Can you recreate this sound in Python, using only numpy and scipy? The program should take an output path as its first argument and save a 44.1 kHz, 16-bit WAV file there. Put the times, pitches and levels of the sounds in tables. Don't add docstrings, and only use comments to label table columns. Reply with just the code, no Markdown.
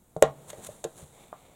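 import sys
import numpy as np
from scipy import signal
from scipy.fft import rfft, irfft
from scipy.io import wavfile

SR = 44100
rng = np.random.default_rng(int(sys.argv[2]) if len(sys.argv) > 2 else 0)


def wav_record(signal):
    frames = np.transpose(np.atleast_2d(signal))
    bounded = np.clip(frames, -1, 1)
    quanta = np.round(bounded * 32767).astype(np.int16)
    wavfile.write(sys.argv[1], SR, quanta)


N = 68355
T = np.arange(N) / SR


def from_db(db):
    return 10 ** (np.asarray(db) / 20)


def loudness_curve(points):
    return from_db(np.interp(T, *np.transpose(points)))


def at_hz(rows, hz, column=1):
    rows = np.array(rows)
    return np.interp(np.log(hz + 1), np.log(rows[:, 0]), rows[:, column])


def shape_tone(x, tone):
    return irfft(rfft(x) * from_db(at_hz(tone, np.fft.rfftfreq(N, 1 / SR))), N)


def shape_noise(noise, tone):
    shaped = shape_tone(noise, tone)
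    return shaped / np.std(shaped)


def lowpass(x, hz):
    return signal.sosfilt(signal.butter(2, min(hz, SR / 2 - 1000), fs=SR, output="sos"), x + 1e-18)


def decay(start_s, fade_s):
    return (T >= start_s) * np.exp(-np.log(1000) * np.maximum(T - start_s, 0) / fade_s)


def ring(start_s, pitch_hz, fade_s):
    return decay(start_s, fade_s) * np.sin(2 * np.pi * pitch_hz * (T - start_s))


# frequency_hz, gain_db
BACKGROUND_TONE = [(25, 9.5), (80, -1), (150, 3.5), (300, -1.5), (600, -9), (1000, -14), (1600, -23.5),
                   (3700, -33), (5000, -32.5), (8500, -21.5), (16000, -22)]
def background(level_db=-61.5):
    return from_db(level_db) * shape_noise(rng.standard_normal(N), BACKGROUND_TONE)


# delay_s, gain_db
ECHOES = [(.0065, -16), (.0112, -11)]
# frequency_hz, gain_db, fade_s
ROOM_TAIL = [(100, -6, .28), (246, -12.5, .25), (551, -19.5, 0.19), (1000, -5.5, 0.2), (1940, -6.5, 0.15),
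             (3940, -14, .22), (8000, -22.5, 0.13), (15000, -38, .1)]
def room_echo(sound, echo_cutoff_hz=2900, tail_delay_s=.003, tail_rise_s=.005):
    echoes = sum(from_db(db) * np.interp(T - delay_s, T, sound, left=0) for delay_s, db in ECHOES)
    edges_hz = np.geomspace(70, 17000, 17)
    noises, tail = rng.standard_normal((2, N)), np.zeros(N)
    rise = np.clip((T - tail_delay_s) / tail_rise_s, 0, 1)
    for k, (low, high) in enumerate(zip(edges_hz, edges_hz[1:])):
        middle_hz = np.sqrt(low * high)
        band_filter = signal.butter(2, [low, high], "band", fs=SR, output="sos")
        band = signal.sosfilt(band_filter, noises[k % 2])
        band = band * rise * decay(0, at_hz(ROOM_TAIL, middle_hz, column=2))
        band *= np.sqrt(2 * (high - low) / SR / np.sum(band ** 2))
        tail += from_db(at_hz(ROOM_TAIL, middle_hz)) * band
    return lowpass(echoes, echo_cutoff_hz) + signal.fftconvolve(sound, tail)[:N]


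def friction(tone, slips_per_s=3000, spread_db=2.5, hiss_gain=.7):
    sizes = from_db(spread_db * np.minimum(rng.exponential(1, N), 4))
    directions = rng.choice([-1, 1], N)
    slips = sizes * directions * (rng.random(N) < slips_per_s / SR)
    hiss = hiss_gain * rng.standard_normal(N)
    return shape_noise(slips / np.std(slips) + hiss, tone)


# time_s, level_db
TOY_LOUDNESS = [(1.05, -79), (1.15, -59), (1.22, -55), (1.31, -63), (1.42, -60), (1.55, -61)]
# frequency_hz, gain_db
TOY_TONE = [(60, -3), (300, -11.5), (650, -3.5), (1100, -12), (1650, -22), (2200, -12), (2800, -19.5),
            (3700, -14), (5000, -31), (7500, -15.5), (16000, -35)]
def toy_brushing():
    return loudness_curve(TOY_LOUDNESS) * friction(TOY_TONE)


# time_s, level_db
HAND_LOUDNESS = [(0, -92), (.3, -56), (.43, -54), (.6, -49.5), (.75, -55), (.82, -62.5), (.92, -63.5),
                 (1, -51.5), (1.1, -63), (1.55, -63)]
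# frequency_hz, gain_db
HAND_TONE = [(40, -12.5), (150, 9), (280, -3), (550, 5.5), (900, -4.5), (1600, -15), (2800, -19.5),
             (3800, -19.5), (5000, -32), (7500, -35.5), (16000, -24.5)]
def hand_rubbing():
    return loudness_curve(HAND_LOUDNESS) * friction(HAND_TONE)


# time_s, level_db
PAGE_LOUDNESS = [(0, -73.5), (.34, -67), (.47, -60.5), (.497, -45.5), (.505, -38.5), (.513, -58),
                 (.61, -57.5), (.635, -50), (.648, -41.5), (.66, -50.5), (.671, -37), (.678, -54.5),
                 (.78, -58.5), (.83, -61.5), (.95, -62), (.975, -51.5), (1.1, -62.5), (1.55, -76.5)]
# frequency_hz, gain_db
PAGE_TONE = [(100, -24), (400, -18.5), (850, 2.5), (1600, -5.5), (2800, -9.5), (3800, -2.5), (5000, -15),
             (7000, 1.5), (9000, 1.5), (12000, -7.5), (16000, -19.5)]
def pages_sliding():
    return loudness_curve(PAGE_LOUDNESS) * friction(PAGE_TONE)


# start_s, level_db, pitch_hz, fade_s
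THUDS = [(0.1658, -31, 157, 0.094), (0.2243, -21.5, 56.2, 0.042), (0.582, -41.5, 90, 0.04),
         (0.693, -45.5, 117, 0.13), (.851, -39.5, 163, 0.077), (1.025, -45.5, 78, 0.21),
         (1.027, -42.5, 142.3, 0.3)]
def soft_thuds():
    return sum(from_db(db) * ring(start_s, pitch_hz, fade_s) for start_s, db, pitch_hz, fade_s in THUDS)


# start_s, level_db, fade_s, brightness_hz
SLAPS = [(0.1652, -54, 0.036, 11900), (.2248, -13.5, 0.0083, 18600), (0.228, -29, 0.08, 3550),
         (0.5026, -37.5, 0.017, 6940), (0.5068, -47, 0.012, 11000), (0.531, -43, 0.024, 4530),
         (0.667, -57, 0.0066, 15000), (0.8419, -31.5, 0.027, 11400), (0.8486, -69, 0.021, 9000)]
# frequency_hz, gain_db
SLAP_TONE = [(120, -32), (500, 17.5), (1000, 4.5), (2000, 5.5), (2600, 1), (3800, 7.5), (5100, -4.5),
             (6800, 10), (8200, 8.5), (9300, -4), (10400, 6), (13000, -8), (16000, -4)]
def paper_slaps(snap_over_hiss_db=13.5):
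    noise, slaps = rng.standard_normal(N), np.zeros(N)
    for start_s, level_db, fade_s, brightness_hz in SLAPS:
        snap = from_db(snap_over_hiss_db) * (np.arange(N) == int(start_s * SR))
        hiss = noise * decay(start_s, fade_s)
        slaps += from_db(level_db) * lowpass(snap + hiss, brightness_hz)
    return shape_tone(slaps, SLAP_TONE)


# pitch_hz, level_db, fade_s
TABLETOP_NOTES = [(143, -8, 0.32), (350, -38, 0.18), (457.2, -16, 0.12), (544, -42.5, 0.1),
                  (627.3, -21.5, 0.083), (648.8, -33.5, 0.35), (748, -20, 0.11), (837.4, -27, 0.077),
                  (1088.5, -19, 0.075), (1210, -35.5, .1), (1388, -30.5, 0.089)]
def tabletop_ring(start_s, rise_cycles=4.7):
    age_s = np.maximum(T - start_s, 0)
    notes = np.zeros(N)
    for pitch_hz, level_db, fade_s in TABLETOP_NOTES:
        rise = 1 - np.exp(-age_s * pitch_hz / rise_cycles)
        notes += from_db(level_db) * ring(start_s, pitch_hz, fade_s) * rise
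    return notes


# start_s, level_db, pitch_hz, fade_s, brightness_hz, tabletop_db
# tabletop_db sets the wood's ringing relative to its knock. The loudest row is the spine landing.
KNOCKS = [(0.1645, -13, 620, 0.01, 697, -5), (0.2244, 5.5, 565.3, 0.02, 2070, -4),
          (.5322, -32.5, 604, 0.038, 1800, -7), (.5825, -35.5, 376, 0.022, 700, 6),
          (.6895, -28, 594, .04, 700, -35), (.8397, -29.5, 668, 0.043, 1790, 8.5),
          (.8492, -15.5, 496, 0.02, 900, -0.5), (.851, -36, 342, 0.12, 497, 1),
          (1.3277, -27.5, 665, 0.018, 1570, -16), (1.3283, -29.5, 1167, 0.016, 1550, -16.5)]
def table_knocks(bass_cutoff_hz=324):
    knocks = np.zeros(N)
    for start_s, level_db, pitch_hz, fade_s, brightness_hz, tabletop_db in KNOCKS:
        knock = ring(start_s, pitch_hz, fade_s)
        wood = from_db(tabletop_db) * tabletop_ring(start_s)
        knocks -= from_db(level_db) * lowpass(knock + wood, brightness_hz)
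    return signal.sosfilt(signal.butter(2, bass_cutoff_hz, "high", fs=SR, output="sos"), knocks)


def scene():
    hits = table_knocks() + soft_thuds() + paper_slaps()
    rustle = pages_sliding() + hand_rubbing() + toy_brushing()
    return (hits + rustle + background() + room_echo(hits))[None]


def record(dry):
    lowest_hz, highest_hz, peak_limit = 24, 16000, .71
    thinned = signal.sosfilt(signal.butter(1, lowest_hz, "high", fs=SR, output="sos"), dry)
    clipped = np.clip(thinned, -peak_limit, peak_limit)
    return signal.sosfiltfilt(signal.ellip(10, .05, 70, highest_hz, fs=SR, output="sos"), clipped)


dry = scene()
out = record(dry)
wav_record(out)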